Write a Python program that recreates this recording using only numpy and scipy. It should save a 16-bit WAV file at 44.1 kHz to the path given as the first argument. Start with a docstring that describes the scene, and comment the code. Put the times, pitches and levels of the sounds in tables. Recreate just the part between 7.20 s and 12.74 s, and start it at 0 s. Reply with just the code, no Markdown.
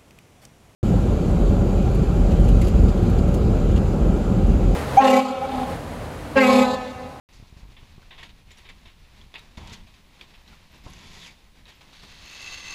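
"""A sailing yacht turns through a light wind, with gusts rumbling and water washing underneath.
First the jib (the front sail) flaps: its stiff cloth thumps and slaps, and loose lines and fittings
knock and clink. Near 2.4 s a fold shakes right through it. From about 3 s a winch ticks faintly,
the sail shakes again and a line zips briefly. From 4.7 s the sheet (the rope that holds the jib)
runs out faster and faster, rasping over the deck gear and making its metal ring."""
import sys
import numpy as np
from scipy import signal
from scipy.fft import rfft, irfft, next_fast_len
from scipy.io import wavfile
from scipy.ndimage import map_coordinates

SR = 44100
rng = np.random.default_rng(int(sys.argv[2]) if len(sys.argv) > 2 else 0)


def persist_wave(psi):
    """Save psi, clipped to +-1, as 16-bit WAV."""
    counts = np.round(np.clip(psi, -1, 1) * 32767).astype(np.int16)
    wavfile.write(sys.argv[1], SR, np.atleast_2d(counts).T)


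N = 244314


def amp(db):
    """Turn decibels into a gain."""
    return 10 ** (np.asarray(db) / 20)


def unit(x):
    """Scale a signal to an average (rms) level of 1."""
    return x / np.sqrt(np.mean(x ** 2) + 1e-20)


def clock():
    """The time of every sample in seconds."""
    return np.arange(N) / SR


def gains(rows):
    """The gain at every sample, along a curve of (seconds, dB) points."""
    return amp(np.interp(clock(), *np.transpose(rows)))


def wobble(rate):
    """A smooth random curve through `rate` points a second."""
    return map_coordinates(rng.standard_normal(int(N * rate / SR) + 4), [clock() * rate])


def fade(t, t60):
    """Die away by 60 dB in t60 seconds, the fade time."""
    return np.exp(-np.log(1000) * t / t60)


def burst(start, rise, t60):
    """A loudness curve that jumps up at start and dies away."""
    out, first = np.zeros(N), int(start * SR)
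    t = np.arange(min(N - first, SR // 2)) / SR
    out[first:first + len(t)] = (1 - np.exp(-t / rise)) * fade(t, t60)
    return out


def held(start, end, rise, t60):
    """A loudness curve that rises at start, holds until end and dies away."""
    t = clock()
    return (1 - np.exp(-np.maximum(t - start, 0) / rise)) * fade(np.maximum(t - end, 0), t60)


def filtered(x, response):
    """Scale each frequency in x by response(hz)."""
    size = next_fast_len(N + SR // 2)
    return irfft(rfft(x, size) * response(np.fft.rfftfreq(size, 1 / SR)), size)[:N]


def coloured(x, points):
    """Give x the tone colour of the (Hz, dB) points, at an average level of 1."""
    freqs, db = np.transpose(points)
    size = next_fast_len(N + SR // 2)
    hz = np.fft.rfftfreq(size, 1 / SR) + 1
    outside = np.abs(np.log(hz / np.clip(hz, freqs[0], freqs[-1])))
    shape = amp(np.interp(np.log(hz), np.log(freqs), db)) * np.exp(-2 * outside)
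    # a one-sided cepstrum makes the filter ring after a snap, never before it
    cepstrum = irfft(np.log(shape + 1e-6), size)
    cepstrum[1:size // 2] *= 2
    cepstrum[size // 2 + 1:] = 0
    return unit(filtered(x, lambda _: np.exp(rfft(cepstrum))))


def crinkle(rate, spread_db, smooth):
    """Tiny snaps of uneven size, `rate` a second, blurred by a share of plain noise."""
    snaps = (rng.random(N) < rate / SR) * rng.choice([-1, 1], N)
    sizes = amp(spread_db * np.clip(rng.standard_normal(N), -2, 2))
    return unit(unit(snaps * sizes) + smooth * rng.standard_normal(N))


# The wind's strength. Each row: time in seconds, level in dB.
WIND_LEVELS = [(0.1, -50.5), (1.1, -51), (2.6, -52), (2.9, -55), (3.7, -51.5), (4.7, -55.5), (5.2, -50)]
# Its deep tone. Each row: frequency in Hz, relative level in dB.
WIND_COLOUR = [(15, 2.5), (30, 0.5), (55, -1), (85, -6), (130, -13), (200, -14), (300, -24), (500, -35.5)]

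def wind():
    """Buffeting air makes a low, unsteady rumble."""
    rumble = coloured(rng.standard_normal(N), WIND_COLOUR)
    return gains(WIND_LEVELS) * rumble * amp(3.0 * wobble(16))


# Water along the hull. Each row: time in seconds, level in dB.
WASH_LEVELS = [(0.1, -59), (1.2, -60.5), (2.4, -57.5), (2.9, -58.5), (3.9, -55.5), (4.25, -60),
               (5.5, -54.5)]
# Small waves hitting it. Each row: start in seconds, level in dB.
WAVE_SLAPS = [(0.815, -54), (2.667, -52), (3.2765, -52), (3.322, -51), (3.539, -52), (4.607, -47),
              (4.7238, -50.5), (4.8273, -44.5)]
# The tone of both. Each row: frequency in Hz, relative level in dB.
WATER_COLOUR = [(150, -5.5), (220, -7.5), (330, -13), (480, -15), (700, -15), (1000, -12.5), (1400, -18.5),
                (2000, -14.5), (2600, -13.5), (3000, -16.5), (3800, -15), (5000, -21), (7000, -27),
                (8500, -34), (15000, -40)]

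def sea():
    """Small waves fizz and slap along the hull."""
    wash = gains(WASH_LEVELS) * amp(1.9 * wobble(24.81))
    splash_power = sum((amp(db) * burst(start, rise=0.0029, t60=0.18)) ** 2 for start, db in WAVE_SLAPS)
    fizz = coloured(crinkle(2500, spread_db=3.5, smooth=1.4), WATER_COLOUR)
    return np.sqrt(wash ** 2 + splash_power) * fizz


# Short turns of the winch. Each row: start in seconds, gap in seconds, number of ticks, level in dB.
WINCH_TURNS = [(3.156, 0.064, 4, -67), (3.518, 0.059, 3, -64), (4.493, 0.057, 2, -63),
               (5.052, 0.029, 4, -60), (5.317, 0.028, 2, -60)]

def winch(pitches_hz=(12000, 5250)):
    """The winch's catch drops on tooth after tooth with a thin steel ping."""
    drops = sum(amp(db) * burst(start + k * gap, rise=0.0005, t60=0.055)
                for start, gap, count, db in WINCH_TURNS for k in range(round(count)))
    return drops * sum(np.sin(2 * np.pi * hz * clock() + 1.8 * wobble(300)) for hz in pitches_hz)


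def sliding_line(fast_hz=3650, slow_hz=2290):
    """A braided line slides and is braked: its fuzzy zip drops in pitch as it slows."""
    t = clock()
    level = amp(-49.5) * np.exp(-((t - 4.045) / 0.056) ** 4)  # about a tenth of a second long
    speed = (1 - np.tanh((t - 4.06) / 0.018)) / 2  # falls from 1 to 0 around 4.06 s
    phase = 2 * np.pi * np.cumsum(slow_hz + (fast_hz - slow_hz) * speed) / SR
    return level * unit(wobble(700) * np.sin(phase) + wobble(630) * np.cos(phase))


def strikes(rows, t60, overtone, overtone_db, crack_db, crack_t60):
    """Each hit is a brief crack, a fading tone and a higher tone that fades twice as fast."""
    out, t = np.zeros(N + SR), np.arange(SR // 8) / SR
    attack = 1 - np.exp(-t / 0.00032)
    for start, db, hz in rows:
        tone = fade(t, t60) * np.sin(2 * np.pi * hz * t)
        upper = amp(overtone_db) * fade(t, t60 / 2) * np.sin(2 * np.pi * overtone * hz * t)
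        noise = signal.lfilter([1], [1, -0.6], rng.standard_normal(len(t)))
        crack = amp(crack_db) * fade(t, crack_t60) * noise
        out[int(start * SR):][:len(t)] += amp(db) * attack * (tone + upper + crack)
    return out[:N]


# Lines and pulleys knocking. Each row: start in seconds, level in dB, pitch in Hz.
LINE_KNOCKS = [(0.8278, -42, 1500), (0.9075, -36, 2680), (1.029, -32, 1920), (1.307, -40.5, 2170),
               (1.4893, -30, 2300), (1.5025, -36, 2150), (2.014, -37, 3360), (2.141, -33.5, 3450),
               (2.157, -27, 2560), (3.0111, -30, 3300), (3.0128, -30, 2470), (3.150, -39, 2670),
               (3.2782, -39, 3950), (3.3295, -41.5, 1350), (4.4552, -38, 3840)]
# Small fittings clinking. Each row: start in seconds, level in dB, pitch in Hz.
METAL_CLINKS = [(1.3052, -55, 5500), (1.3175, -49.5, 7070), (1.3728, -51, 5730), (1.3834, -53.5, 9260),
                (1.4945, -55, 7350), (2.192, -43, 3840), (3.701, -54, 11000), (3.7339, -44, 6200)]

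def rigging():
    """Loose lines knock and fall silent at once; metal fittings ring a little longer."""
    knocks = strikes(LINE_KNOCKS, t60=0.011, overtone=1.42, overtone_db=-9.5,
                     crack_db=-23, crack_t60=0.01)
    clinks = strikes(METAL_CLINKS, t60=0.03, overtone=1.13, overtone_db=-2.5,
                     crack_db=-8.5, crack_t60=0.022)
    return knocks + clinks


# How hard the rope runs. Each row: time in seconds, relative level in dB.
ROPE_RUN = [(4.72, -55), (4.838, -52.5), (4.994, -50.5), (5.022, -46), (5.324, -39.5), (5.444, -43),
            (5.53, -38)]
# The tone of its rasp. Each row: frequency in Hz, relative level in dB.
RASP_COLOUR = [(150, -49), (250, -11), (609, -10.5), (951, -6), (1250, -11), (1340, -9), (2020, -3),
               (2700, -5.5), (3100, -2.5), (4520, -1), (4840, -7), (6480, -13.5), (7960, -21),
               (11600, -25.5), (15000, -37)]
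# The deck gear's broad resonances. Each row: frequency in Hz, width in Hz, relative level in dB.
GEAR_RESONANCES = [(1154, 48, -6.5), (1583, 67, -12), (1990, 41, -4), (2240, 60, -9.5), (2600, 86, 2),
                   (2710, 100, 1.5), (3750, 180, -17), (4350, 120, -7), (5240, 120, -15), (6350, 150, -5.5),
                   (7160, 490, -17.5)]
# Its steady metal tones. Each row: pitch in Hz, relative level in dB.
GEAR_TONES = [(2015, -53), (2066, -55), (2627, -52), (2686, -49.5), (2765, -57), (3350, -59), (3901, -65),
              (4127, -61), (4333, -70), (4426, -58), (4591, -57), (5062, -70), (5226, -64), (6328, -56)]

def running_rope(reference_db=-41):
    """The braided sheet rasps over the deck gear; as it speeds up, its chatter rings the metal."""
    def resonances(hz):
        return sum((-1) ** k * amp(db) * 1j * hz * width / (centre ** 2 - hz ** 2 + 1j * hz * width)
                   for k, (centre, width, db) in enumerate(GEAR_RESONANCES))

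    run = gains(ROPE_RUN) / amp(reference_db) * held(ROPE_RUN[0][0], N / SR, rise=0.01, t60=1)
    chatter = amp(1.4 * wobble(170) + 0.6 * wobble(35))
    rub = coloured(chatter * crinkle(3500, spread_db=4, smooth=0.51), RASP_COLOUR)
    body = unit(filtered(chatter * crinkle(1800, spread_db=1.5, smooth=0.24), resonances))
    tones = np.zeros(N)
    for hz, db in GEAR_TONES:
        level = amp(db) * (1 + 0.4 * wobble(16))
        tones += level * np.sin(2 * np.pi * hz * clock() + 1.4 * wobble(22))
    grip = unit(amp(2.0 * np.tanh(wobble(190))))  # the rope grips and frees the metal in quick turns
    build_up = (1 + np.tanh((clock() - 5.22) / 0.08)) / 2  # the tones swell around 5.22 s
    rasp = amp(-44.5) * run ** 0.75 * rub
    ringing = amp(-44) * run ** 1.7 * body  # grows faster, so it overtakes the rasp
    singing = amp(-45.5) * run * build_up * unit(tones)
    return rasp + grip * (ringing + singing)


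# Flicks of the sail. Each row: time in seconds, level in dB, seconds from suction to push.
SAIL_FLICKS = [(0.199, -35, 0.0044), (0.226, -32.5, 0.0047), (0.326, -36, 0.0038), (0.367, -34, 0.0048),
               (0.431, -33.5, 0.0058), (0.452, -35.5, 0.0067), (0.49, -35, .005), (0.629, -35, 0.0049),
               (0.78, -32.5, 0.0028), (2.376, -28.5, 0.0051), (2.519, -32, 0.0045), (3.663, -27.5, .005)]

def air_puffs(sharpness=0.31, rebound=0.38):
    """Each flick of the sail thumps the air: a sharp suction, then a slower, rounder push back."""
    out, t = np.zeros(N + SR), np.arange(-SR // 40, SR // 20) / SR
    for time, db, swing in SAIL_FLICKS:
        width = sharpness * swing
        suction = np.exp(-np.abs(t) / width)
        push = rebound * np.exp(-((t - swing) / (2 * width)) ** 2)
        out[int((time + width + t[0]) * SR):][:len(t)] += amp(db) * (push - suction)
    return out[:N]


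# Slaps of cloth. Each row: start in seconds, level in dB, crackle in dB relative to that level,
# fade time in seconds.
CLOTH_SLAPS = [(0.121, -63, 5.5, 0.45), (0.27, -65, 3, 0.19), (0.369, -61, 0, 0.25),
               (0.565, -49.5, -30, 0.17), (0.907, -44, -32, 0.26), (0.978, -44.5, -13, 0.32),
               (1.03, -40.5, -10.5, 0.15), (1.091, -49.5, -10, 0.089), (1.3054, -50, -7, 0.2),
               (1.371, -51.5, -6.5, 0.26), (1.448, -49.5, -26, 0.3), (1.489, -43, -10.5, 0.12),
               (1.6536, -49, -13.5, 0.27), (2.0143, -55, -6, 0.036), (2.1405, -42, -15, 0.1),
               (2.152, -40, -22, 0.14), (2.18, -48, -8, 0.13), (2.372, -46, -5, 0.11),
               (2.4736, -44.5, 0.5, 0.023), (2.4957, -44, -5.5, 0.035), (2.738, -57, -5, 0.19),
               (2.99, -56.5, -14, 0.2), (3.011, -46, -9.5, 0.14), (3.135, -52.5, -13, 0.19),
               (4.4565, -52.5, -10, 0.21), (4.4772, -48.5, -8, 0.33), (5.216, -47, 4, 0.09)]
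# Folds running through the whole sail. Each row: start and end in seconds, then the levels of
# flutter, belly, rustle and crackle in dB.
SAIL_SHAKES = [(2.37, 2.537, -46, -53.5, -49.5, -57), (3.636, 4.07, -54, -60, -49.5, -53)]
# The cloth's four tone colours, low to high. Each row: frequency in Hz, relative level in dB.
FLUTTER_COLOUR = [(30, -14.5), (75, 2.5), (110, -1), (200, -2.5), (320, -14.5), (600, -37)]
BELLY_COLOUR = [(120, -18.5), (300, -6), (420, -2.5), (560, -6.5), (1020, -1), (1350, -13.5), (2200, -35)]
RUSTLE_COLOUR = [(900, -23.5), (1450, -11.5), (1850, 0), (2600, 1), (3000, 0), (3700, 1), (4300, -13),
                 (5500, -19.5), (9000, -40)]
CRACKLE_COLOUR = [(3000, -28.5), (4500, 5.5), (7000, 1.5), (8500, -11), (11500, -12), (15000, -30)]

def jib(hard_flick_db=-28):
    """Each fold that snaps over sets off a spray of crinkles; the sail's belly booms beneath them."""
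    t = clock()
    belly, rustle, crackle, flutter = np.zeros((4, N))  # the power of each over time
    for start, db, crackle_db, t60 in CLOTH_SLAPS:
        slap = amp(db) * burst(start, rise=0.045 * t60 ** 2, t60=t60)  # broad folds start more softly
        rustle += slap ** 2
        belly += (slap * amp(-7)) ** 2
        crackle += (slap * amp(crackle_db)) ** 2
    for time, db, _ in SAIL_FLICKS:
        boom_db = -45 + 2.3 * (db - hard_flick_db)  # harder flicks boom much louder
        belly += (amp(boom_db) * burst(time, rise=0.00081, t60=0.15)) ** 2
    for start, end, flutter_db, belly_db, rustle_db, crackle_db in SAIL_SHAKES:
        shake = held(start, end, rise=0.0024, t60=0.26)
        # the fold grows louder as it nears the free edge, which then whips over
        growing = shake * amp(np.interp(t, [start, end], [-9, 0]))
        whip = amp(flutter_db - 0.5) * np.exp(-((t - end) / 0.013) ** 2)
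        flutter += (shake * amp(flutter_db)) ** 2
        belly += (shake * amp(belly_db)) ** 2
        rustle += (growing * amp(rustle_db)) ** 2 + whip ** 2
        crackle += (growing * amp(crackle_db)) ** 2 + whip ** 2
    folds = crinkle(2200, spread_db=4.5, smooth=0.99)  # the same snaps sound in all three bands
    bands = [(belly, BELLY_COLOUR), (rustle, RUSTLE_COLOUR), (crackle, CRACKLE_COLOUR)]
    cloth = sum(np.sqrt(power) * coloured(folds, colour) for power, colour in bands)
    flapping = coloured(crinkle(150, spread_db=2, smooth=0.37), FLUTTER_COLOUR)
    return cloth + np.sqrt(flutter) * flapping


def deck_echo(x, echo_db=-9, t60=0.061):
    """Deck, boom and mainsail throw back a short scatter of echoes."""
    t = np.arange(SR // 5) / SR
    tail = rng.standard_normal(len(t)) * fade(t, t60) * (t > 0.003)
    return x + amp(echo_db) * signal.fftconvolve(x, tail / np.linalg.norm(tail))[:N]


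def scene():
    """Everything as heard from the cockpit, in one channel."""
    on_deck = deck_echo(jib() + rigging() + sliding_line() + winch())
    return (on_deck + running_rope() + air_puffs() + wind() + sea())[None]


# A faint, high whine. Each row: pitch in Hz, level in dB.
WHINE_TONES = [(10046, -86), (10071, -88), (15080, -88)]

def record(dry, hiss_db=-71, start_s=0.089, top_hz=15300):
    """Add faint hiss and whine, keep the first moment silent and cut the highest treble."""
    whine = sum(np.sqrt(2) * amp(db) * np.sin(2 * np.pi * hz * clock() + 0.34 * wobble(12))
                for hz, db in WHINE_TONES)
    hiss = amp(hiss_db) * coloured(rng.standard_normal(N), [(500, -0.5), (8000, -4), (15000, -8)])
    mix = (dry[0] + whine + hiss) * (clock() > start_s)
    return filtered(mix, lambda hz: hz < top_hz)[None]


dry = scene()
out = record(dry)
persist_wave(out)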